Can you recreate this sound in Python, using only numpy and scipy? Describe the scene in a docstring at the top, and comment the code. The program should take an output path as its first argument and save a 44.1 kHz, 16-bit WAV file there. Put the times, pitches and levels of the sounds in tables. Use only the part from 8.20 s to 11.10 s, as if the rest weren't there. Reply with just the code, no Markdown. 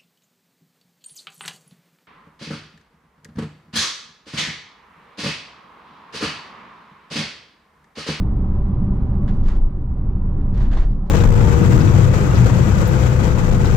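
"""Tyres drone through the body of an electric car on a country road at night and ring the cabin.
Twice the car shudders over uneven road, swaying the cabin air at a very low frequency.
Something loose slides and hisses by stick-slip friction, and knocks once against the trim.
The deep shudder pushes an automatic gain control down, and the road noise creeps back afterwards."""
import sys
import numpy as np
from scipy import signal
from scipy.fft import rfft, irfft
from scipy.io import wavfile

SR = 44100
rng = np.random.default_rng(int(sys.argv[2]) if len(sys.argv) > 2 else 0)


def put_to_file(sound):
    """Save the sound as 16-bit audio at rate SR, in the file named by the first command-line argument."""
    columns = np.atleast_2d(sound).T  # one column per channel
    safe = np.clip(columns, -1, 1)
    whole_steps = np.round(safe * 32767)
    wavfile.write(sys.argv[1], SR, whole_steps.astype(np.int16))


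N = 127890
T = np.arange(N) / SR
HZ = np.fft.rfftfreq(N, 1 / SR)

# Noise spectra. Each row: frequency in Hz, relative spectral density in dB.
BOOM_SPECTRUM = [(8, -33.5), (20, 0.5), (28, -2), (36, -0.5), (48, -12.5), (65, -19), (120, -49.5),
                 (600, -140)]  # deep boom of the cabin air
RUMBLE_SPECTRUM = [(25, -24.5), (52, 1), (76, 4.5), (96, -1.5), (122, 0), (160, -10.5), (205, -12.5),
                   (255, -12.5), (330, -23), (450, -30.5), (800, -49.5), (3000, -125)]  # road noise through the body
ROAR_SPECTRUM = [(100, -13.5), (400, 7), (650, -2.5), (1000, 2), (1300, -4), (1550, -12), (1850, -16),
                 (2300, -21.5), (3500, -28.5), (5000, -36), (7300, -43.5), (10000, -51.5), (15000, -68)]  # tread and air
HISS_SPECTRUM = [(200, -14.5), (900, 4.5), (1350, 2), (1800, 0.5), (2600, -6.5), (3700, -7.5),
                 (4700, -18.5), (5800, -22), (7400, -23.5), (9000, -37), (12000, -48.5), (16000, -63.5)]  # middle of the sliding sound
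SCRAPE_SPECTRUM = [(30, -45.5), (180, -15.5), (270, -0.5), (315, 4), (370, 6), (520, 9), (660, 7.5),
                   (820, 0), (1200, -6), (2200, -20), (6000, -42), (12000, -78)]  # its low part
FIZZ_SPECTRUM = [(500, -33.5), (2000, 0.5), (4500, 2), (5900, 0), (7300, -2.5), (8300, -12), (9500, -17.5),
                 (12000, -25.5), (16000, -49)]  # its bright part
# Coarseness of the road. Each row: time in seconds, gains in dB of boom, rumble, roar and tyre hum.
ROAD_SURFACE = [(0, -2, -1, -0.5, 1), (0.401, -1, -1.5, -.5, -1.5), (0.599, -2, -0.64, -1, 4),
                (0.901, -3.5, -0.5, -.5, 2.5), (1.22, 3, -1.3, -1.2, -0.5), (1.33, 5.5, -4.5, 1, -8.5),
                (1.601, -1, -2.1, -2.5, -5), (1.901, 3.5, 0.5, -0.5, 1.5), (2.16, 3.5, 1, 0.8, 3),
                (2.45, 6.5, 1.5, 1.5, 1.5), (2.61, 7, -4, -1, -5), (2.76, 3, 0, -3, 1.5),
                (2.87, 0.5, -11.5, 0, 3)]
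# Air resonances. Each row: frequency in Hz, half width in Hz, rms level in dB before the road's gain.
TYRE_MODES = [(182.66, 12, -31.5), (194.7, 11, -33.5)]
CABIN_MODES = [(309, 24, -43.5), (376.5, 20, -44.5), (579, 11, -51.5), (763, 46, -51.5), (994, 26, -60.5)]
# Shudders of the body. Each row: peak time and half length in seconds, frequency in Hz,
# level in dB, relative level of the octave in dB.
SHUDDERS = [(1.379, 0.13, 20.86, -7, -19.5), (2.554, 0.13, 17.38, -14, 8.5)]
# Slides of the loose object. Each row: peak time, rise and fall time constants in seconds,
# hiss level in dB before SLIDING_DB, scrape and fizz in dB relative to the hiss.
SLIDE_EVENTS = [(.022, .0051, .015, -62, -14.5, -10), (.944, 0.0076, 0.022, -66, -5.5, -15),
                (1.08, .0015, 0.0033, -43.5, -9, -21), (1.089, .003, 0.0065, -49, -12, -15),
                (1.096, .005, 0.014, -48.5, -15, -16), (1.14, .039, 0.067, -66.5, -8, -4.5),
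                (1.205, 0.0036, .008, -60, -10, -17), (1.235, 0.0022, 0.0227, -59.5, -12, -3),
                (1.264, 0.0095, 0.016, -51, -10, -12), (1.288, .01, 0.013, -44, -6, -9),
                (1.307, .012, 0.041, -50, -7, -10), (1.356, .012, .03, -55, -10, -11.5),
                (2.21, .0044, .02, -63, -11.5, -14.5), (2.345, 0.0061, 0.023, -53.5, 0, -8),
                (2.377, 0.014, .026, -48.5, -3, -11.5), (2.411, .018, .03, -45, -0.5, -12.5),
                (2.427, 0.009, 0.0091, -63, -9.5, 9.5), (2.456, 0.012, 0.027, -48.5, -11, -12),
                (2.516, .003, .012, -43.5, -5.5, -16), (2.534, 0.017, .03, -42.5, 0, -12.5),
                (2.555, .008, .008, -50.5, 9, -9), (2.573, .003, 0.044, -40.5, -3.5, -12),
                (2.6, .008, .02, -51, -10, -8.5), (2.626, .012, 0.02, -47, 6, -13),
                (2.701, .003, 0.056, -62.5, -20, -6), (2.866, .008, 0.036, -64, -17, -6)]
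# Resonances of the loose object. Each row: frequency in Hz, half width in Hz, lift in dB.
OBJECT_MODES = [(1800, 160, 3.5), (2780, 70, 0), (3000, 110, 1), (4170, 42, 4.5), (4640, 45, 5.5)]
# Modes of the trim. Each row: frequency in Hz, relative level in dB, seconds to decay by 60 dB.
TRIM_MODES = [(321.3, -34, 0.35), (620, -33.5, 0.045), (770, -27, 0.035), (1060, -27, 0.028),
              (1720, -36.5, .018), (2480, -47, 0.016), (4215, -50, .07)]
# Likeness of the sound at the two microphones. Each row: frequency in Hz, coherence from 0 to 1.
ROAD_COHERENCE = [(60, .998), (130, .99), (290, .97), (640, .83), (1400, .73), (3100, .42), (6800, .3),
                  (12000, .7)]
SLIDE_COHERENCE = [(200, .96), (700, .78), (1500, .7), (3100, .4), (6800, .25), (10000, .7)]
# Stereo balance of the noises. Each row: frequency in Hz, left minus right in dB.
LEFT_BALANCE = [(100, -0.5), (220, -1), (380, -1.6), (700, -4.5), (2400, -4.5), (4400, -4.5), (8500, 1)]
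# Phase difference of the sliding sound. Each row: frequency in Hz, lead of the left side in radians.
SLIDE_LEAD = [(300, 0.17), (1800, 0.42), (2800, 0.34), (4800, 0.064)]

BOOM_DB, RUMBLE_DB, ROAR_DB, SLIDING_DB = -19, -20, -43.5, 6
GRAIN_DB, GRAIN_S = 3, 0.0007  # depth and time scale of stick and slip
KNOCK_AT_S, KNOCK_RISE_S = 2.5685, 0.00058
RIPPLE_DB, REFLECTION_DECAY_S = 2, 0.014
THRESHOLD_DB, DUCK_DB_PER_DB, SENSE_S, RECOVERY_DB_PER_S = -13.5, 0.83, 0.156, 0.5
FADE_S, CUTOFF_HZ = 0.008, 15700


def road_noise():
    """Forced vibration: rough asphalt drives tyres, body and cabin air, at levels set by its coarseness."""
    times, *gains = np.transpose(ROAD_SURFACE)
    boom_db, rumble_db, roar_db, hum_db = [np.interp(T, times, gain) for gain in gains]
    boom = steadied(noise(amp(curve(BOOM_SPECTRUM)), ROAD_COHERENCE), seconds=0.1)
    boom *= amp(BOOM_DB + boom_db)
    rumble = steadied(noise(amp(curve(RUMBLE_SPECTRUM)), ROAD_COHERENCE), seconds=0.13)
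    rumble *= amp(RUMBLE_DB + rumble_db)
    tyre_hum = air_resonances(TYRE_MODES, steady_s=0.18) * amp(hum_db)
    cabin_ring = air_resonances(CABIN_MODES, steady_s=0.4) * amp(roar_db)
    roar = noise(amp(curve(ROAR_SPECTRUM)) * cabin_reflections(), ROAD_COHERENCE)
    roar *= amp(ROAR_DB + roar_db + 0.49 * wander(seconds=0.032))
    return boom + rumble + tyre_hum + cabin_ring + roar


def air_resonances(modes, steady_s):
    """Resonance: enclosed air, driven at random by the road, rings in a narrow band at each mode."""
    return sum(amp(db) * steadied(noise(peak(hz, width), ROAD_COHERENCE), steady_s)
               for hz, width, db in modes)


def shudder():
    """Structure-air coupling: at each bump the body sways the cabin air at a low tone and its octave."""
    sway = np.zeros(N)
    for peak_s, half_s, hz, db, octave_db in SHUDDERS:
        phase = 2 * np.pi * hz * (T - peak_s) + 0.21 * wander(seconds=0.23)
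        swell = amp(db) * np.exp(-abs((T - peak_s) / half_s) ** 4.2)
        sway += swell * (np.sin(phase) + amp(octave_db) * np.sin(2 * phase))
    return sway * pan(left_db=0.3)


def sliding():
    """Stick-slip friction: grainy hiss, scrape and fizz swell and die with each slide; powers add."""
    hiss, scrape, fizz = np.zeros((3, N))
    for peak_s, rise_s, fall_s, db, scrape_db, fizz_db in SLIDE_EVENTS:
        level = amp(db) * np.exp(-np.maximum((peak_s - T) / rise_s, (T - peak_s) / fall_s))
        hiss += level ** 2
        scrape += (level * amp(scrape_db)) ** 2
        fizz += (level * amp(fizz_db)) ** 2
    object_db = sum(db * peak(hz, width) for hz, width, db in OBJECT_MODES)
    colour = cabin_reflections() * amp(object_db)
    friction = np.zeros((2, N))
    for power, spectrum in [(hiss, HISS_SPECTRUM), (scrape, SCRAPE_SPECTRUM), (fizz, FIZZ_SPECTRUM)]:
        grain = unit_rms(amp(GRAIN_DB * wander(GRAIN_S)))
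        band = noise(amp(curve(spectrum)) * colour, SLIDE_COHERENCE, curve(SLIDE_LEAD))
        friction += np.sqrt(power) * grain * band
    return amp(SLIDING_DB) * friction


def trim_knock():
    """Free vibration: after one light blow, the damped modes of the trim decay exponentially."""
    age = np.maximum(T - KNOCK_AT_S, 0)
    ring = sum(amp(db - 60 * age / t60) * np.sin(2 * np.pi * (hz * age + rng.random()))
               for hz, db, t60 in TRIM_MODES)
    attack = 1 - np.exp(-age / KNOCK_RISE_S)
    return 2 * ring * attack * pan(left_db=-1)


def cabin_reflections():
    """Interference: reflections put dense, fixed peaks and dips on the upper range of a spectrum."""
    decay = np.exp(-T / REFLECTION_DECAY_S)
    echoes = rng.standard_normal(N) * decay * (1 - decay)
    ripple = unit_rms(rfft(echoes).real)
    return amp(RIPPLE_DB * ripple * HZ / (HZ + 700))


def noise(gain, coherence_table, left_lead=0):
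    """Partial coherence: two microphones share part of a coloured noise of rms 1."""
    common, separate = rfft(rng.standard_normal((2, N)))
    coherence = np.clip(curve(coherence_table), -1, 1)
    lean = amp(curve(LEFT_BALANCE) / 2)
    left = common * lean * np.exp(1j * left_lead)
    right = (coherence * common + np.sqrt(1 - coherence ** 2) * separate) / lean
    return unit_rms(irfft(np.array([left, right]) * gain, N))


def steadied(x, seconds):
    """Envelope division evens out the slow swells of a narrow noise."""
    return unit_rms(x / np.sqrt(mean_power(x, seconds) + 0.03))


def mean_power(x, seconds):
    """Mean square of both channels under Gaussian smoothing."""
    return abs(irfft(rfft((x ** 2).mean(0)) * np.exp(-(HZ * seconds) ** 2), N))


def wander(seconds):
    """Random modulation: low-passed noise of rms 1 that changes over the given time."""
    lowpass = np.exp(-(HZ * seconds) ** 2) * (HZ > 0)
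    return unit_rms(irfft(rfft(rng.standard_normal(N)) * lowpass, N))


def peak(hz, half_width):
    """Lorentzian resonance curve of height 1."""
    return 1 / (1 + ((HZ - hz) / half_width) ** 2)


def curve(table):
    """Interpolation of a table on a logarithmic frequency axis."""
    hz, value = np.transpose(table)
    return np.interp(np.log(HZ + 1), np.log(hz + 1), value)


def pan(left_db):
    """Level difference: channel gains with the left louder by left_db."""
    return amp(left_db * np.array([[0.5], [-0.5]]))


def amp(db):
    """Decibels to amplitude ratio."""
    return 10 ** (np.asarray(db) / 20)


def unit_rms(x):
    """Normalisation to rms 1."""
    return x / np.sqrt(np.mean(x ** 2) + 1e-20)


def scene():
    """Superposition: the pressures of all sources add in the cabin."""
    return road_noise() + shudder() + sliding() + trim_knock()


def record(dry):
    """Compression: the gain ducks quickly and recovers slowly; a short fade-out and a low-pass follow."""
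    excess_db = 10 * np.log10(mean_power(dry, SENSE_S) + 1e-9) - THRESHOLD_DB
    recovery_db = T * RECOVERY_DB_PER_S
    held_db = np.maximum.accumulate(excess_db + recovery_db) - recovery_db
    duck_db = DUCK_DB_PER_DB * np.maximum(held_db, 0)
    fade = np.sin(np.pi / 2 * np.minimum((T[-1] - T) / FADE_S, 1)) ** 2
    lowpass = signal.firwin(511, CUTOFF_HZ, window=("kaiser", 9), fs=SR)
    return signal.oaconvolve(dry * amp(-duck_db) * fade, lowpass[None], "same")


dry = scene()
out = record(dry)
put_to_file(out)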